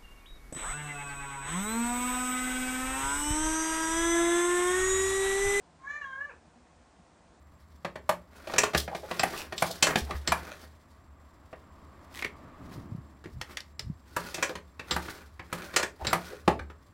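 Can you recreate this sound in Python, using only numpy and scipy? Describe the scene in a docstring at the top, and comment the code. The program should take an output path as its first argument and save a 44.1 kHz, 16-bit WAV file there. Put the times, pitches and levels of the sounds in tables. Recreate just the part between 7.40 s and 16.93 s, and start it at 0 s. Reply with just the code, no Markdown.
"""Shotshell press in a stone workshop

Four lever strokes, close by: the linkage slides, the steel charge bar clanks across, the lever meets
its stop, the bar clinks back and the carriage knocks home. Shot hisses down the drop tube on the first
two. Midway a plastic hull is lifted out, snaps in the fingers, knocks on the tray and is seated again,
while the hand-held microphone is rubbed and bumped on its way to the front. A low rumble lies below."""
import sys
import numpy as np
from scipy import signal
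from scipy.fft import rfft, irfft, next_fast_len
from scipy.io import wavfile

SR = 44100
rng = np.random.default_rng(int(sys.argv[2]) if len(sys.argv) > 2 else 0)


def generate_wav(signal):
    """Clip the signal to [-1, 1] and save it as 16-bit WAV at the path in sys.argv[1]."""
    frames = np.transpose(np.atleast_2d(signal))
    scaled = np.clip(frames, -1, 1) * 32767
    pcm = np.round(scaled).astype(np.int16)
    wavfile.write(sys.argv[1], SR, pcm)


N = 420273
TIME = np.arange(N) / SR
SIDE_ON = np.interp(TIME, [3.5, 6], [1, 0])   # microphone position: 1 beside the press, 0 in front


def from_db(db):
    """Decibels to gain."""
    return 10 ** (np.asarray(db) / 20)


def rms(x):
    """Root mean square."""
    return np.sqrt(np.mean(x ** 2) + 1e-20)


def add(track, start_s, sound):
    """Mix a sound into a track."""
    start = max(0, round(start_s * SR))
    track[start:start + len(sound)] += sound[:N - start]


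def coloured(x, spectrum):
    """Shape a steady signal with an EQ curve; rms 1."""
    hz, db = np.transpose(spectrum)
    size = next_fast_len(len(x))
    grid_hz = np.maximum(np.fft.rfftfreq(size, 1 / SR), 1)
    curve = from_db(np.interp(np.log(grid_hz), np.log(hz), db))
    y = irfft(rfft(x, size) * curve, size)[:len(x)]
    return y / rms(y)


# Borders of three registers, the bench's thud, the frame's body and the small parts' edge: border_hz
REGISTERS = [110, 500, 2200, 16000]
def register(x, k):
    """The part of a steady noise in register k, with sloping borders; rms 1."""
    hz = np.maximum(np.fft.rfftfreq(len(x), 1 / SR), 1)
    power = 1 / (1 + (REGISTERS[k] / hz) ** 10) / (1 + (hz / REGISTERS[k + 1]) ** 10)
    y = irfft(rfft(x) * np.sqrt(power), len(x))
    return y / rms(y)


def resonance(x, hz, q):
    """What a resonance passes of x; gain 1 at its centre."""
    return signal.lfilter(*signal.iirpeak(hz, q, fs=SR), x)


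def with_decay(impulses, decay_s):
    """Give every impulse an exponential tail."""
    return signal.lfilter([1], [1, -np.exp(-1 / (decay_s * SR))], impulses + 1e-18)


def swell(at_s, db, rise_db_per_s, fall_db_per_s, hold_s=0, growth_db=0):
    """Gain that rises until at_s, holds (growing or sagging about db) and dies away."""
    t = TIME - at_s
    along = np.clip(t / max(hold_s, 1 / SR), 0, 1) - .5
    flanks_db = rise_db_per_s * np.minimum(t, 0) - fall_db_per_s * np.maximum(t - hold_s, 0)
    return from_db(np.maximum(db + growth_db * along + flanks_db, -200))


def unsteady(hz):
    """Smooth random wavering up to hz; rms 1."""
    return coloured(rng.standard_normal(N), [(hz / 5, 0), (hz, -3), (4 * hz, -50), (20 * hz, -100)])


def grains(per_s, spread_db, clump_db):
    """Tiny impacts of very uneven size, bunched as the parts stick and slip."""
    sizes = from_db(spread_db * np.minimum(rng.exponential(1, N), 4) + clump_db * unsteady(hz=50))
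    return (rng.random(N) < per_s / SR) * rng.choice([-1, 1], N) * sizes


# EQ curves of the room tone's three layers: freq_hz, gain_db
RUMBLE_EQ = [(20, -46), (45, -9), (72, 13.5), (110, -6.5), (280, -8), (450, -48.5)]
RUSH_EQ = [(300, 0), (480, -7), (640, -1), (800, -7), (1130, 0), (1450, -11), (1800, -13), (16000, -55)]
HISS_EQ = [(2000, 26), (5000, -23.5), (7300, 4.5), (7600, 31.5), (7900, -14.5), (16000, -1.5)]
def background():
    """Low rumble, a dull rush that swells once, and faint hiss with a thin steady whistle."""
    white = rng.standard_normal((3, N))
    surge = swell(4.5, -54, rise_db_per_s=12.5, fall_db_per_s=29, hold_s=.82, growth_db=5)
    rumble = from_db(-55.5) * coloured(white[0], RUMBLE_EQ)
    rush = np.hypot(from_db(-63.5), surge) * coloured(white[1], RUSH_EQ)
    hiss = from_db(-72) * coloured(white[2], HISS_EQ)
    return rumble + rush + hiss


# Reverb time of each register, low to high: t60_s
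ROOM_T60_S = [0.31, 0.19, 0.18]
def workshop(x, wet_db):
    """Rough stone walls scatter the sound into a short tail; the treble dies first."""
    t = TIME[:32768]
    white, response = rng.standard_normal(len(t)), 0
    onset = np.clip((t - .004) / .0023, 0, 1)
    for k, t60_s in enumerate(ROOM_T60_S):
        tail = register(white, k) * from_db(-60 * t / t60_s) * onset
        share = (REGISTERS[k + 1] - REGISTERS[k]) / (SR / 2)
        response = response + from_db(wet_db[k]) * tail * np.sqrt(share / np.sum(tail ** 2))
    return signal.fftconvolve(x, response)[:N]


# Soft rolls of the palm against the microphone's case: peak_s, level_db
PALM_ROLLS = [(5.39, -45), (5.97, -39), (6.475, -35)]
# Bumps as the grip slips: start_s, relative_db, pitch_hz
GRIP_BUMPS = [(5.518, -24, 112), (5.547, -24, 165), (5.581, -29, 125), (6.498, -21, 154)]
# EQ curves of the muffled palm and of fingers on the case: freq_hz, gain_db
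PALM_EQ = [(120, 0), (900, -60)]
CASE_EQ = [(30, -20), (70, 3), (270, 6), (420, -9), (3000, -47.5)]
def handling():
    """A hand rolls and rubs on the microphone's case; a bump is one heavily damped low swing."""
    t = TIME[:SR // 8]
    rolls = sum(swell(peak_s, db, rise_db_per_s=190, fall_db_per_s=240) for peak_s, db in PALM_ROLLS)
    grip = rolls * coloured(rng.standard_normal(N), PALM_EQ)
    for start_s, db, hz in GRIP_BUMPS:
        cycles = hz * t
        envelope = from_db(db + 3.5 - 60 * cycles / 5.9) * np.minimum(2 * cycles, 1)
        add(grip, start_s, envelope * np.sin(2 * np.pi * cycles))
    carry = swell(5.37, -44.5, rise_db_per_s=32, fall_db_per_s=40)
    fingers = carry * coloured(grains(per_s=300, spread_db=2.5, clump_db=2), CASE_EQ)
    return fingers + signal.sosfilt(signal.butter(2, [50, 420], "band", fs=SR, output="sos"), grip)


# Low booms as the lever's load comes on or off the bench: start_s, relative_db
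SWAYS = [(1.36, -40), (2.616, -40.5), (2.747, -41), (2.89, -45), (7.53, -43), (8.621, -44.5), (9.085, -43),
         (9.206, -45.5)]
def bench_sway(pitch_hz=71, t60_s=.42):
    """The loaded bench top swings in its lowest mode after a push."""
    t, out = TIME[:SR], np.zeros(N)
    attack = 1 - np.exp(-t / .0034)
    for start_s, db in SWAYS:
        hz = pitch_hz * (1 + .0087 * rng.standard_normal())
        add(out, start_s, from_db(db + 12 - 60 * t / t60_s) * attack * np.sin(2 * np.pi * hz * t))
    return out


def stick_slip(rows, spectrum, slips_per_s, q, slip_s, focus_db=9):
    """Short runs of unevenly spaced slips; every slip is a tiny dying burst that rings the part."""
    t, out = TIME[:8192], np.zeros(N)
    for start_s, length_s, db, hz in rows:
        slips_s = np.cumsum(rng.uniform(.5, 1.5, 200)) / slips_per_s
        slips_s -= slips_s[0]
        fade = np.clip((length_s - slips_s) * slips_per_s, 0, 1)
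        sizes = from_db(3 * rng.standard_normal(len(slips_s))) * fade
        force = np.bincount((slips_s * SR).astype(int), sizes, len(t))[:len(t)]
        sound = with_decay(force, slip_s) * coloured(rng.standard_normal(len(t)), spectrum)
        sound = sound + from_db(focus_db) * resonance(sound, hz, q)
        add(out, start_s, from_db(db) * sound / rms(sound) * np.sqrt(length_s / t[-1]))
    return out


# Low creaks and high, gritty rasps: start_s, length_s, level_db, resonance_hz
CREAKS = [(1.514, .03, -40, 810), (1.629, .028, -43, 590), (2.288, .022, -41, 690), (2.69, .018, -40, 760),
          (7.094, .022, -38, 490), (8.596, .036, -41, 770), (8.908, .028, -44, 480)]
RASPS = [(1.965, .06, -44, 2600), (4.742, .08, -48.5, 1900)]
# EQ curves of the pivots and the spring's coils: freq_hz, gain_db
PIVOT_EQ = [(120, -22), (380, 0), (850, -1), (1100, -9), (9000, -36)]
COILS_EQ = [(800, -22), (2500, 0), (15000, -13)]
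def linkage():
    """Dry pivots creak under load; coils rasp on the column, or a fingernail on the hull's crimp."""
    creaks = stick_slip(CREAKS, PIVOT_EQ, slips_per_s=230, q=5, slip_s=.004)
    rasps = stick_slip(RASPS, COILS_EQ, slips_per_s=170, q=9, slip_s=.0016)
    return creaks + rasps


# The carriage runs down and up, four times: start_s, length_s, rub_db, shot_db, growth_db
TRAVELS = [(0.96, 0.26, -43, -56.5, 16), (1.699, 0.21, -41.5, -50, 1), (2.21, 0.12, -43.5, -41.5, -2),
           (2.898, 0.2, -42, -56, 1.5), (6.8, 0.3, -44.5, -52.5, -16), (7.538, 0.16, -37.5, -47.5, 1.5),
           (8.143, 0.17, -39, -53.5, 4.5), (8.68, 0.24, -39.5, -51.5, -0.5)]
# Two charges run down the drop tube, each followed by a remnant: peak_s, shot_db
POURS = [(1.371, -29), (1.565, -43.5), (2.58, -34), (2.763, -44)]
# The hull scrapes against dies and fingers: peak_s, rub_db, shot_db
SCRAPES = [(2.003, -30.5, -41), (2.52, -25, -60), (2.745, -36.5, -61), (3.231, -45.5, -52),
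           (4.785, -42, -52), (5.33, -46.5, -56.5), (6.111, -42, -57.5)]
def movement():
    """Relative envelopes of the carriage's travel, the hull's scraping and the shifting shot."""
    travel, scrape, shot = 0, from_db(-66), from_db(-71.5)   # the hands never keep quite still
    shot += sum(swell(peak_s, db, rise_db_per_s=1203, fall_db_per_s=288) for peak_s, db in POURS)
    for start_s, length_s, rub_db, shot_db, growth_db in TRAVELS:
        shape = swell(start_s, 0, 224, 143, hold_s=length_s, growth_db=growth_db)
        travel += from_db(rub_db) * shape
        shot += from_db(shot_db) * shape
    for peak_s, rub_db, shot_db in SCRAPES:
        shape = swell(peak_s, 0, rise_db_per_s=190.5, fall_db_per_s=290)
        scrape += from_db(rub_db) * shape
        shot += from_db(shot_db) * shape
    return travel, scrape, shot


def loose_pins():
    """Chattering pins ring the charge bar's modes, mostly the low ones, damped by its seat; rms 1."""
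    knocks = grains(per_s=90, spread_db=3, clump_db=5) + 1e-18
    ring = sum((-1) ** k * from_db(db) * resonance(knocks, hz, q=9) / hz
               for k, (hz, db, _) in enumerate(BAR_MODES))
    return ring / rms(ring)


# EQ curves of the dull rub and the bright hiss of shot: freq_hz, gain_db
RUB_EQ = [(110, -4), (330, 2.5), (480, -2.5), (1200, -2), (1900, -3.5), (5000, -25)]
SHOT_EQ = [(1500, -30.5), (3300, 2.5), (4900, 4), (6500, -2.5), (15300, -8)]
def sliding():
    """Rough guides rub in fits and starts, the return spring sings, pins rattle and shot shifts."""
    travel, scrape, shot = movement()
    stutter = from_db(2.2 * unsteady(hz=20))
    friction = coloured(grains(per_s=3000, spread_db=2.5, clump_db=2), RUB_EQ)
    spring_db = 9.5 - 2 * SIDE_ON   # from the side, the frame hides the spring
    spring = from_db(spring_db) * resonance(friction, hz=1451, q=42)
    guides = from_db(-8) * ((travel + scrape) * friction + travel * spring)
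    pellets = from_db(-3.5) * shot * coloured(grains(per_s=7400, spread_db=1.5, clump_db=3), SHOT_EQ)
    pins = from_db(-12.5) * travel * loose_pins()
    return stutter / rms(stutter) * (guides + pellets + pins)


def rebounds(loose_db, size, per_s=260, fall_db_per_s=520, spread_db=5):
    """Force of a loose part rattling after a blow: a dying run of unevenly spaced touches."""
    touches_s = np.cumsum(rng.uniform(.2, 1.8, 20)) / per_s
    force = from_db(loose_db - fall_db_per_s * touches_s + spread_db * rng.uniform(-1, 1, 20))
    return np.bincount((touches_s * SR).astype(int), force, size)[:size]


def ringing(t, modes, k, resonances_hz, lift_db=5, lift_octaves=.07):
    """A struck part's modes in register k; those near the blow's resonances ring louder."""
    ring = np.zeros(len(t))
    for hz, db, t60_s in modes:
        if REGISTERS[k] <= hz < REGISTERS[k + 1]:
            loaded_hz = hz * (1 + .0028 * rng.standard_normal())   # the load detunes it a little
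            nearness = np.exp(-(np.log2(np.divide(resonances_hz, hz)) / lift_octaves) ** 2).max()
            struck_db = db + lift_db * nearness + 2 * rng.standard_normal()   # the contact point varies
            envelope = from_db(struck_db - 60 * t / t60_s)
            ring += envelope * np.sin(2 * np.pi * (loaded_hz * t + rng.random()))
    return ring


def blows(rows, spectrum, modes, ring_db, t60_s, contact_s, crack_db, focus_db, loose_db=-15):
    """Each blow is a crack and a rattle over a dense, fast-dying ring with the part's modes on top."""
    t, out = TIME[:16384], np.zeros(N)
    head = round(.02 * SR)   # the first 20 ms set the levels
    crack = from_db(crack_db) * np.exp(-(t / contact_s) ** 2)
    for start_s, thud_db, body_db, edge_db, *resonances_hz in rows:
        noise, sound = coloured(rng.standard_normal(len(t)), spectrum), 0
        # the lever's position decides which broad resonances answer most
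        noise = noise + from_db(focus_db) * sum(resonance(noise, hz, q=9) for hz in resonances_hz)
        force = rebounds(loose_db, len(t))
        clatter = (1 + crack[0]) * with_decay(force, decay_s=.002)
        for k, level_db in enumerate((thud_db, body_db, edge_db)):
            dense = register(noise, k) * np.hypot(from_db(-60 * t / t60_s[k]) + crack, clatter)
            ring = ringing(t, modes, k, resonances_hz)
            ring = ring + signal.fftconvolve(ring, force)[:len(t)]   # every rebound disturbs the modes
            layer = dense / rms(dense[:head]) + from_db(ring_db) * ring / rms(ring[:head])
            attack_s = .0015 + .25 / REGISTERS[k]   # heavy parts get moving later
            layer *= 1 - np.exp(-(t / attack_s) ** .84)
            sound = sound + from_db(level_db) * layer / rms(layer[:head])
        add(out, start_s, sound)
    return out


# Dry plastic snaps under a finger, then a dull knock of the hull on the tray:
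# start_s, thud_db, body_db, edge_db, resonance_hz
SNAPS_AND_KNOCK = [(4.791, -60, -52, -46, 2200), (4.823, -50, -38, -42, 2100),
                   (4.8455, -43, -36, -38, 2150), (5.857, -41, -53, -62, 300)]
# Bright taps of the hull's head in its station: start_s, thud_db, body_db, edge_db, resonance_hz
SEATINGS = [(6.013, -54, -40.5, -41.5, 1920), (6.1705, -71, -40.5, -40, 2680), (6.204, -64, -62, -46, 5000),
            (6.3935, -56, -48.5, -37.5, 4960)]
# EQ curves of the hull's tube and head: freq_hz, gain_db
PLASTIC_EQ = [(400, -8), (900, -14.5), (2150, -7), (4000, -16), (16000, -36)]
BRASS_EQ = [(110, -20), (1900, -0.5), (5000, 3), (16000, -20)]
def hull():
    """The damped plastic tube snaps, then knocks on the tray; its metal head taps home and rings."""
    tube = blows(SNAPS_AND_KNOCK, PLASTIC_EQ, modes=[], ring_db=-12, t60_s=[.06, .03, .03],
                 contact_s=.005, crack_db=4, focus_db=5.5, loose_db=-12)
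    seatings = blows(SEATINGS, BRASS_EQ, modes=[(1930, 0, .13)], ring_db=-20, t60_s=[.1, .06, .04],
                     contact_s=.003, crack_db=4, focus_db=1, loose_db=-24)
    return tube + seatings


# Small ticks between the big hits: start_s, body_db, edge_db, resonance_hz
TICKS = [(0.447, -35, -46.5, 564), (0.556, -43, -55, 589), (1.071, -43, -50, 560), (1.097, -42, -53, 900),
         (1.136, -36, -41, 570), (1.16, -39, -45, 1500), (1.334, -39, -45, 566), (1.477, -39, -56, 694),
         (1.548, -38, -45.5, 686), (1.711, -35, -43, 1100), (2.123, -39, -47, 584),
         (2.707, -37, -44.5, 1200), (4.128, -46, -69, 660), (5.84, -54, -60, 1700), (6.981, -40, -50, 363),
         (7.093, -43, -47, 1400), (7.153, -42.5, -46, 1070), (7.394, -43, -46, 2510),
         (7.682, -42.5, -54, 1450), (7.994, -44, -56, 1960), (8.338, -44, -46.5, 1450),
         (8.647, -38, -44, 616), (9.192, -41.5, -53.5, 1510), (9.299, -50, -66, 1440)]
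def light_contacts():
    """Linkage and hull touch lightly and sound the bench and frame, with little thud."""
    rows = [(start_s, body_db - 6, body_db, edge_db, hz) for start_s, body_db, edge_db, hz in TICKS]
    return blows(rows, BENCH_EQ, FRAME_MODES, ring_db=-12, t60_s=[.11, .09, .06],
                 contact_s=.008, crack_db=3, focus_db=5)


# Midrange knocks: start_s, thud_db, body_db, edge_db, one or more resonance_hz
KNOCKS = [(0.6915, -37.5, -24, -35.5, 650), (1.832, -35, -26.5, -32, 665, 2400),
          (2.2215, -33, -26, -32, 660, 980), (2.9195, -40, -23.5, -32, 726, 1150, 2420),
          (6.764, -38.5, -30, -38, 1350), (7.562, -37, -31, -41, 1240), (8.1265, -39, -36, -39.5, 1210),
          (8.729, -34, -23, -32, 824, 1230)]
# EQ curve of the frame's dense ring: freq_hz, gain_db
FRAME_EQ = [(110, -1), (440, -13), (700, -0.5), (1200, -3.5), (2000, -10.5), (3500, -18.5), (12000, -21.5),
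            (16000, -29)]
# The frame's modes: pitch_hz, gain_db, t60_s
FRAME_MODES = [(177, -2.5, 0.4), (345, -0.5, 0.2), (655, -2, .05), (970, -5, .055), (1160, -2, .05),
               (2430, 0, .045), (4400, -3, .04)]
def carriage():
    """The carriage takes up its play and knocks the frame."""
    return blows(KNOCKS, FRAME_EQ, FRAME_MODES, ring_db=-11, t60_s=[.1, .065, .05],
                 contact_s=.008, crack_db=8, focus_db=4, loose_db=-13)


# Heavy hits on the lever's stops: start_s, thud_db, body_db, edge_db, one or more resonance_hz
BOTTOM_STOPS = [(1.347, -30.5, -26.5, -33, 560), (2.5565, -29.5, -27.5, -31, 580)]
TOP_SLAMS = [(9.0772, -23, -19, -35, 320, 760)]
# EQ curves of the bench and of the whole press thudding: freq_hz, gain_db
BENCH_EQ = [(110, 3.5), (380, -4.5), (4200, -13), (16000, -36)]
THUD_EQ = [(110, 10.5), (350, -8), (950, -7), (1700, -19), (4200, -22), (16000, -46)]
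# The bench's modes: pitch_hz, gain_db, t60_s
BENCH_MODES = [(200, 4, 0.093), (335, 0, .15), (760, 0, 0.05)]
def lever():
    """The lever bottoms out and shakes the bench; at the end it is let go against its upper stop."""
    stops = blows(BOTTOM_STOPS, BENCH_EQ, BENCH_MODES, ring_db=-7.5, t60_s=[.15, .11, .05],
                  contact_s=.0059, crack_db=20.5, focus_db=-7)
    slams = blows(TOP_SLAMS, THUD_EQ, BENCH_MODES, ring_db=-9.5, t60_s=[.13, .1, .05],
                  contact_s=.0073, crack_db=16.5, focus_db=10)
    return stops + slams


# Hard clanks and thin clinks: start_s, thud_db, body_db, edge_db, one or more resonance_hz
CLANKS = [(1.1815, -35, -28, -20.5, 2400, 6010, 6900), (1.2335, -37, -26, -31.5, 1110, 2630),
          (2.4248, -36, -28.5, -19.5, 4300, 3060, 7420), (2.4675, -41, -28.5, -32, 1150),
          (6.9425, -48, -46.5, -36.5, 5400), (7.0255, -44, -28, -29.5, 2450, 1800, 6010),
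          (8.3615, -42, -26.5, -23.5, 1430, 4250), (8.396, -50, -32, -42, 1430),
          (8.428, -40, -32, -34.5, 1900)]
CLINKS = [(1.7945, -40, -31.5, -29.5, 740.0), (2.179, -57, -56, -36, 3700),
          (2.8745, -38.5, -34.5, -29, 7560), (7.5095, -39.5, -33.5, -29.5, 3770),
          (8.6685, -35.5, -37, -30.0, 3940.0)]
# EQ curves of the dense ring of bar and latch: freq_hz, gain_db
STEEL_EQ = [(600, 1.5), (2400, -4.5), (3500, -8.5), (7700, -7.5), (9500, -16), (16000, -24.5)]
LATCH_EQ = [(110, 15.5), (450, -6.5), (3000, -7), (5200, -3), (6700, -17.5), (7600, -6.5), (9100, -30),
            (16000, -25)]
# Modes of bar and latch: pitch_hz, gain_db, t60_s
BAR_MODES = [(560, -6, .09), (1115, -11, .12), (1430, 0, .11), (1850, -9, .09), (2420, 0, .065),
             (2630, -2, .075), (3080, -6, .06), (4230, -4, .07), (6005, -3, .09), (6890, -7, .08),
             (8545, -9, .1)]
LATCH_MODES = [(4150, -12, .1), (7560, 5, 0.06), (8600, -9, .1)]
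def charge_bar():
    """The steel bar is thrown across, clanks and bounces, then springs back with a clink."""
    clanks = blows(CLANKS, STEEL_EQ, BAR_MODES, ring_db=-8.5, t60_s=[.12, .09, .055],
                   contact_s=.009, crack_db=5, focus_db=1, loose_db=-7)
    clinks = blows(CLINKS, LATCH_EQ, LATCH_MODES, ring_db=-12, t60_s=[.12, .075, .045],
                   contact_s=.0027, crack_db=-3.5, focus_db=1.5)
    return clanks + clinks


# Directional resonances of the press: centre_hz, q, side_db, front_db
BEAMS = [(640, 3.5, 3.5, -5), (320, 6, 1, 4.5)]
def towards_microphone(x):
    """The press beams its broad resonances, so its tone shifts as the microphone moves round it."""
    for hz, q, side_db, front_db in BEAMS:
        gain = from_db(front_db + (side_db - front_db) * SIDE_ON)
        x = x + (gain - 1) * resonance(x, hz, q)
    return x


def scene():
    """The press and hull in the room, over the bench's sway, handling noise and room tone."""
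    press = charge_bar() + carriage() + lever() + light_contacts() + sliding() + linkage()
    shell = hull()
    direct = towards_microphone(press) + shell
    to_walls = press + from_db(-4) * shell   # the hull is nearer the microphone
    reverb = workshop(to_walls, wet_db=[-5, -6.5, -7.5])
    return (direct + reverb + bench_sway() + handling() + background())[None]


def record(dry):
    """A steep low-pass cuts the top above 15.8 kHz."""
    return signal.sosfilt(signal.ellip(10, .1, 70, 15800, fs=SR, output="sos"), dry)


dry = scene()
out = record(dry)
generate_wav(out)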